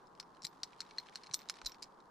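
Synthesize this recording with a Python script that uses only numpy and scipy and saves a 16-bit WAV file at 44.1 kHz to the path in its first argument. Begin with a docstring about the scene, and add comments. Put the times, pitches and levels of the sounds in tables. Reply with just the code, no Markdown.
"""A low wind blows over open heath at dusk, and small dry ticks begin. From 0.2 s a nightjar in flight
claps its wings about six times a second: each clap is one to four impacts that ring briefly and scatter
off the vegetation. A faint rustle swells; three claps leave a thin metallic ring, and near each of these
the wind bumps the microphone. Dull scuffs fall between the later claps. After the last clap, at 1.8 s,
the rustle fades and the wind remains."""
import sys
import numpy as np
from scipy import signal
from scipy.fft import rfft, irfft
from scipy.io import wavfile

SR = 44100
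rng = np.random.default_rng(int(sys.argv[2]) if len(sys.argv) > 2 else 0)


def materialize(psi):
    """Save the field psi as 16-bit PCM at rate SR to the path in sys.argv[1].

    A 1-D psi becomes a single channel; in a 2-D psi each row is a channel.
    """
    bounded = np.clip(np.atleast_2d(psi).T, -1, 1)
    quanta = np.round(bounded * 32767).astype(np.int16)
    wavfile.write(sys.argv[1], SR, quanta)


N = 92610
BURST_SAMPLES = 2048


def undb(db):
    """Amplitude grows tenfold for every 20 dB."""
    return 10 ** (np.asarray(db) / 20)

def unit(x):
    """Normalisation to an rms of 1."""
    return x / np.sqrt(np.mean(x ** 2))

def colour(points, size):
    """Spectral envelope: gains interpolated over log frequency from (Hz, dB) points."""
    hz, db = np.array(points, float).T
    return undb(np.interp(np.log(np.fft.rfftfreq(size, 1 / SR) + 1e-3), np.log(hz), db))

def wander(rate_hz):
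    """Random modulation: interpolated noise with an rms of 1."""
    return unit(np.interp(np.arange(N) / SR * rate_hz, np.arange(4096), rng.standard_normal(4096)))

def resonance(hz, centre_hz, half_width_hz):
    """A resonance peak of Lorentzian shape."""
    return unit(1 / (1 + ((hz - centre_hz) / half_width_hz) ** 2))

def minimum_phase(gain):
    """Causality: the response with these gains that starts at once and then dies away."""
    cepstrum = irfft(np.log(gain + 1e-9))
    half = len(cepstrum) // 2
    return np.exp(rfft(np.r_[cepstrum[0], 2 * cepstrum[1:half], np.zeros(half)]))

def add(out, start_s, sound, pan_db=0):
    """Superposition: a sound joins the mix, placed by its level difference, left minus right."""
    start = max(int(start_s * SR), 0)
    part = sound[:max(N - start, 0)]
    out[:, start:start + len(part)] += undb([[pan_db / 2], [-pan_db / 2]]) * part


# Wind spectrum. 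Each row: frequency in Hz, relative density in dB.
WIND_SPECTRUM = [(35, -8), (60, -8), (95, -14.5), (155, 0), (250, -2), (400, 0), (650, -5.5), (850, 1.5),
                 (1030, 2.5), (1300, -5), (1800, -15), (2500, -38.5), (5000, -30), (15000, -44)]
# Wind width. Each row: frequency in Hz, side minus mid in dB.
WIND_WIDTH = [(30, -6), (130, -6.5), (300, -10.5), (700, -3.5), (1300, -3)]

def wind(level_db=-62):
    """Stationary noise: a steady rush, wide because the channels are only partly correlated."""
    mid, side = rfft(rng.standard_normal((2, N))) * colour(WIND_SPECTRUM, N)
    side = side * colour(WIND_WIDTH, N)
    stereo = irfft(np.array([mid + side, mid - side]), N)
    return stereo / np.std(irfft(mid, N)) * undb(level_db)


# Wind bumps. Each row: centre in seconds, frequency in Hz, envelope peak in dB,
# half length in seconds, left minus right in dB.
WIND_BUMPS = [(.449, 162.4, -52, 0.0071, 1.5), (1.311, 141, -57.5, 0.0079, -3),
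              (1.66, 30, -54.5, 0.023, 10)]

def bumps():
    """Wind pressure on the microphone: a few low cycles under a Gaussian envelope."""
    out = np.zeros((2, N))
    for centre_s, hz, db, half_s, pan_db in WIND_BUMPS:
        t = np.arange(N) / SR - centre_s
        envelope = undb(db) * np.exp(-(t / half_s) ** 2)
        add(out, 0, envelope * np.sin(2 * np.pi * (hz * t + rng.random())), pan_db)
    return out


# Rustle spectrum. Each row: frequency in Hz, relative density in dB.
RUSTLE_SPECTRUM = [(800, -9.5), (1600, 8.5), (2600, 2.5), (4100, 5), (5500, 0.5), (8800, -9.5),
                   (10200, -10), (12500, -29.5), (15000, -42)]
# Rustle swell. Each row: time in seconds, mid level between lulls in dB.
RUSTLE_SWELL = [(.3, -78.5), (.9, -68.5), (1.7, -67), (1.95, -80.5)]

def rustle(grain_db=4.4, side_db=-5.5, lull_db=-5.5, lull_lead_s=0.045, lull_width_s=0.011):
    """Amplitude modulation breaks noise into a fine crackle; its level dips just before each snap."""
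    t = np.arange(N) / SR
    grains = undb(grain_db * wander(600))
    spectra = rfft(rng.standard_normal((2, N)) * grains) * colour(RUSTLE_SPECTRUM, N)
    mid, side = map(unit, irfft(spectra, N))
    side = side * undb(side_db)
    swell_db = np.interp(t, *np.transpose(RUSTLE_SWELL))
    lulls = [np.exp(-((t + lull_lead_s - start) / lull_width_s) ** 2) for start, *_ in WING_SNAPS]
    return np.array([mid + side, mid - side]) * undb(swell_db + lull_db * np.max(lulls, axis=0))


# Echo width. Each row: frequency in Hz, side minus mid in dB.
SCATTER_WIDTH = [(3500, -11), (8000, 6.5)]

def scatter(dry, db, t60_s, grain_db=5, rise_s=0.0026):
    """Scattering by vegetation: many small echoes form a grainy tail, wider in the treble."""
    size = SR // 2
    t = np.arange(size) / SR
    mid, side = rng.standard_normal((2, size)) * undb(grain_db * wander(500)[:size])
    side = irfft(rfft(side) * colour(SCATTER_WIDTH, size), size)
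    tail = np.array([mid + side, mid - side]) * undb(-60 * t / t60_s) * np.minimum(t / rise_s, 1)
    tail /= np.sqrt(np.sum(tail ** 2, axis=1, keepdims=True))
    return undb(db) * signal.fftconvolve(dry, tail, axes=1)[:, :N]


# Lingering rings. Each row: start in seconds, level in dB.
METALLIC_RINGS = [(.45, -64.5), (1.342, -54), (1.662, -58.5)]
# Mode clusters. Each row: centre in Hz, relative level in dB, time to fall 60 dB in seconds.
MODE_CLUSTERS = [(3671, -2, .16), (9550, 0, .07), (11750, -4, .11), (12400, -7, .12), (13660, 0, .18)]

def metallic_rings(width_hz=120, flutter_db=3, flutter_hz=90, faint_db=-42.5):
    """Close modes beat as they decay: clearly after three claps, faintly after every snap."""
    out, t = np.zeros((2, N)), np.arange(SR // 2) / SR
    hz = np.fft.rfftfreq(len(t), 1 / SR)
    faint_rings = [(start, db + faint_db) for start, db, *_ in WING_SNAPS]
    for start, level_db in METALLIC_RINGS + faint_rings:
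        for centre_hz, db, t60_s in MODE_CLUSTERS:
            band = np.exp(-((hz - centre_hz) / width_hz) ** 2)
            cluster = irfft(rfft(rng.standard_normal(len(t))) * band)
            flutter = undb(flutter_db * wander(flutter_hz)[:len(t)])
            add(out, start, unit(cluster * flutter) * undb(level_db + db - 60 * t / t60_s))
    return out


# Scuffs. Each row: start in seconds, centre in Hz, rms level before the envelope in dB.
DULL_SCUFFS = [(1.127, 1560, -53.5), (1.2922, 870, -44.5), (1.459, 1000, -54.5), (1.6165, 1130, -42)]

def scuffs(decay_s=0.0019, width_octaves=0.96):
    """Heavy damping: noise in one broad, low resonance dies within milliseconds."""
    out, t = np.zeros((2, N)), np.arange(BURST_SAMPLES) / SR
    hz = np.fft.rfftfreq(BURST_SAMPLES, 1 / SR) + 1
    envelope = np.exp(-t / decay_s) * (1 - np.exp(-10 * t / decay_s))
    for start, centre_hz, db in DULL_SCUFFS:
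        band = 1 / (1 + (np.log2(hz / centre_hz) / width_octaves) ** 2) ** 2
        noise = unit(irfft(rfft(rng.standard_normal(BURST_SAMPLES)) * band))
        add(out, start, undb(db) * noise * envelope)
    return out


def contact(decay_ms, attack_ms=0.083, crack=0.51):
    """Broadband excitation: an impulse at first contact, then a brief burst of feather noise."""
    ms = np.arange(BURST_SAMPLES) / SR * 1000
    fade = np.exp(-(ms / decay_ms) ** 1.22)  # holds, then stops quickly
    fade *= 1 - np.exp(-(ms + 1000 / SR) / attack_ms)
    push = rng.standard_normal(BURST_SAMPLES) * fade
    push[0] += crack
    for _ in range(2):  # flatten the spectrum while keeping the burst short
        push = irfft(np.exp(1j * np.angle(rfft(push)))) * np.sqrt(fade)
    return push


# The low, middle and high registers of a snap. Each row: frequency in Hz, relative level in dB.
KNOCK_SPECTRUM = [(200, -32), (800, -10.5), (1300, -1.5), (2300, 0), (3100, 1), (4200, -6), (15000, -73)]
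BODY_SPECTRUM = [(1500, -28), (3300, -16.5), (4100, 1.5), (4650, -2.5), (5300, -0.5), (6100, -7),
                 (7200, -26), (15000, -69)]
TREBLE_SPECTRUM = [(4000, -56.5), (6200, -3), (7400, 2.5), (9000, -14), (10400, -7), (12000, -24),
                   (13800, -18.5), (15000, -43)]

def snap(db, ring_hz, ring_db, knock_hz, knock_db, treble_db, decay_ms):
    """Source and filter: a contact excites a hollow knock, a ringing body and a bright edge."""
    size, level_span_s = BURST_SAMPLES, 0.0039  # levels are rms over this span
    ripple_db, ripple_hz = 3.2, 330  # no two contacts have the same colour
    hz = np.fft.rfftfreq(size, 1 / SR)
    push = contact(decay_ms)
    ripple = np.interp(hz / ripple_hz, np.arange(size), rng.standard_normal(size))
    knock, body, treble = (unit(colour(points, size))
                           for points in (KNOCK_SPECTRUM, BODY_SPECTRUM, TREBLE_SPECTRUM))
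    body = unit(np.hypot(body, undb(ring_db) * resonance(hz, ring_hz, half_width_hz=149)))
    knock = unit(np.hypot(knock, resonance(hz, knock_hz, half_width_hz=410)))
    gain = np.sqrt(body ** 2 + (undb(knock_db) * knock) ** 2 + (undb(treble_db) * treble) ** 2)
    sound = unit(irfft(rfft(push) * minimum_phase(gain * undb(ripple_db * ripple))))
    return sound * undb(db) * np.sqrt(np.mean(gain ** 2) * level_span_s * SR / size)


# Ticks. Each row: start in seconds, body level in dB, ring in Hz,
# dullness in dB (more knock, less treble).
DRY_TICKS = [(0.0696, -67.5, 5200, -13), (0.151, -66.5, 4150, -1), (0.209, -56, 4300, -5),
             (0.2275, -61.5, 5450, 5), (0.348, -68.5, 4160, 0), (0.4204, -53, 5500, -7),
             (0.4307, -54, 5400, -12), (.436, -52.5, 5500, -14), (.644, -55, 3980, -4.5),
             (0.7316, -68.5, 3990, 14.5), (.793, -63, 4220, 0), (0.8166, -51, 4000, 2.5),
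             (0.864, -65, 3770, 4), (0.9094, -58, 4060, 9), (.975, -59.5, 4030, 3), (0.999, -53, 4100, -1),
             (1.0684, -60.5, 4140, 1), (1.0865, -72, 3360, 23.5), (1.1504, -58, 4210, -3),
             (1.1715, -55.5, 3950, -7), (1.2351, -52.5, 4200, 1.5), (1.263, -59, 4200, -4),
             (1.2691, -53.5, 4170, 0.5), (1.312, -52, 4000, -0.5), (1.3284, -58, 5740, -15),
             (1.391, -54.5, 5600, -5), (1.4174, -56.5, 4100, 3), (1.4877, -46.5, 3880, -10),
             (1.54, -58, 3740, 3), (1.5555, -61, 4180, -5), (1.5867, -59.5, 4150, 6.5),
             (1.6156, -53, 4150, 5), (1.648, -51.5, 5500, -9), (1.686, -58, 5500, -8),
             (1.695, -56, 3830, 1), (1.719, -51, 5560, -0.5), (1.745, -60, 4600, 4.5),
             (1.834, -51, 5100, -11), (1.841, -54, 5150, -4), (2.0031, -65.5, 3800, -6)]

def ticks(cutoff_hz=8400, pan_spread_db=3):
    """Weak impacts, dull or bright by their spectral tilt, spread about the middle."""
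    out = np.zeros((2, N))
    for start, db, ring_hz, dull_db in DRY_TICKS:
        sound = snap(db, ring_hz, ring_db=0, knock_hz=2384, knock_db=dull_db - 7,
                     treble_db=-11 - dull_db / 2, decay_ms=2.1)
        add(out, start, sound, pan_spread_db * rng.standard_normal())
    return signal.sosfilt(signal.butter(2, cutoff_hz, fs=SR, output="sos"), out)


# Wing impacts. Each row: start in seconds, body level in dB, ring in Hz, ring level in dB,
# knock in Hz, knock level in dB, treble level in dB, decay in milliseconds, left minus right in dB.
# Ring, knock and treble levels are relative to the body.
WING_SNAPS = [(0.1993, -42, 5130, 0, 1260, -11, -12.5, 2.14, 3.5),
              (0.445, -50, 4700, 13, 2300, -17, -14, 1.7, 17),
              (0.449, -35.5, 3990, -4, 2480, -14, -9, 4.5, 3),
              (0.468, -45, 4170, -11, 2300, -26, -12, 0.75, 1),
              (0.6326, -34, 4710, -8, 1110, -18, -18.5, 3.7, 2.5),
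              (0.8045, -37.5, 4300, 0, 1500, -16, -14.5, 3.9, 3),
              (0.9833, -33, 4210, 11, 1940, -15, -23.5, 2.7, 2),
              (1.1567, -40.5, 4300, 3, 1420, -8, -12, 2.2, 1.5),
              (1.3372, -37, 5910, 12, 2200, -35, -12, 1.6, -3.5),
              (1.3413, -35.5, 5440, -2, 2150, -11.5, -1, 1.93, 2.5),
              (1.3431, -32.5, 5780, -4.5, 2200, -17, -8, 1.094, -1),
              (1.4975, -35, 5220, -1, 1520, -6, -6, 2.6, 0),
              (1.6593, -41.5, 4000, -16, 1200, -33, -10, 3.4, -8),
              (1.6624, -35, 4100, 1, 1500, -21.5, -12, 2, 0.5),
              (1.6651, -39, 5630, -1, 1500, -34, -17, 3.3, -4),
              (1.67, -39, 4020, 11, 1485, -23, -26, 1.7, 1),
              (1.8229, -48, 5100, 4, 1090, -14, -8.5, 4.4, 4.5),
              (1.827, -44, 4750, 2, 2300, -17, -9.5, 1.4, -4)]

def wing_claps():
    """Impact sound: the wings meet in one or several quick snaps."""
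    out = np.zeros((2, N))
    for start, *timbre, pan_db in WING_SNAPS:
        add(out, start, snap(*timbre), pan_db)
    return out


def scene():
    """Superposition of direct sounds, their echoes and rings, the rustle and the wind."""
    direct = wing_claps() + ticks() + scuffs()
    short_tail = scatter(direct, db=-5, t60_s=0.047)
    heath_tail = scatter(direct, db=-20.5, t60_s=0.14)
    return direct + short_tail + heath_tail + metallic_rings() + rustle() + wind() + bumps()

def record(dry):
    """Band limiting: a steep low-pass filter cuts the treble above 15.2 kHz."""
    return signal.sosfilt(signal.ellip(8, .2, 70, 15200, fs=SR, output="sos"), dry)


dry = scene()
out = record(dry)
materialize(out)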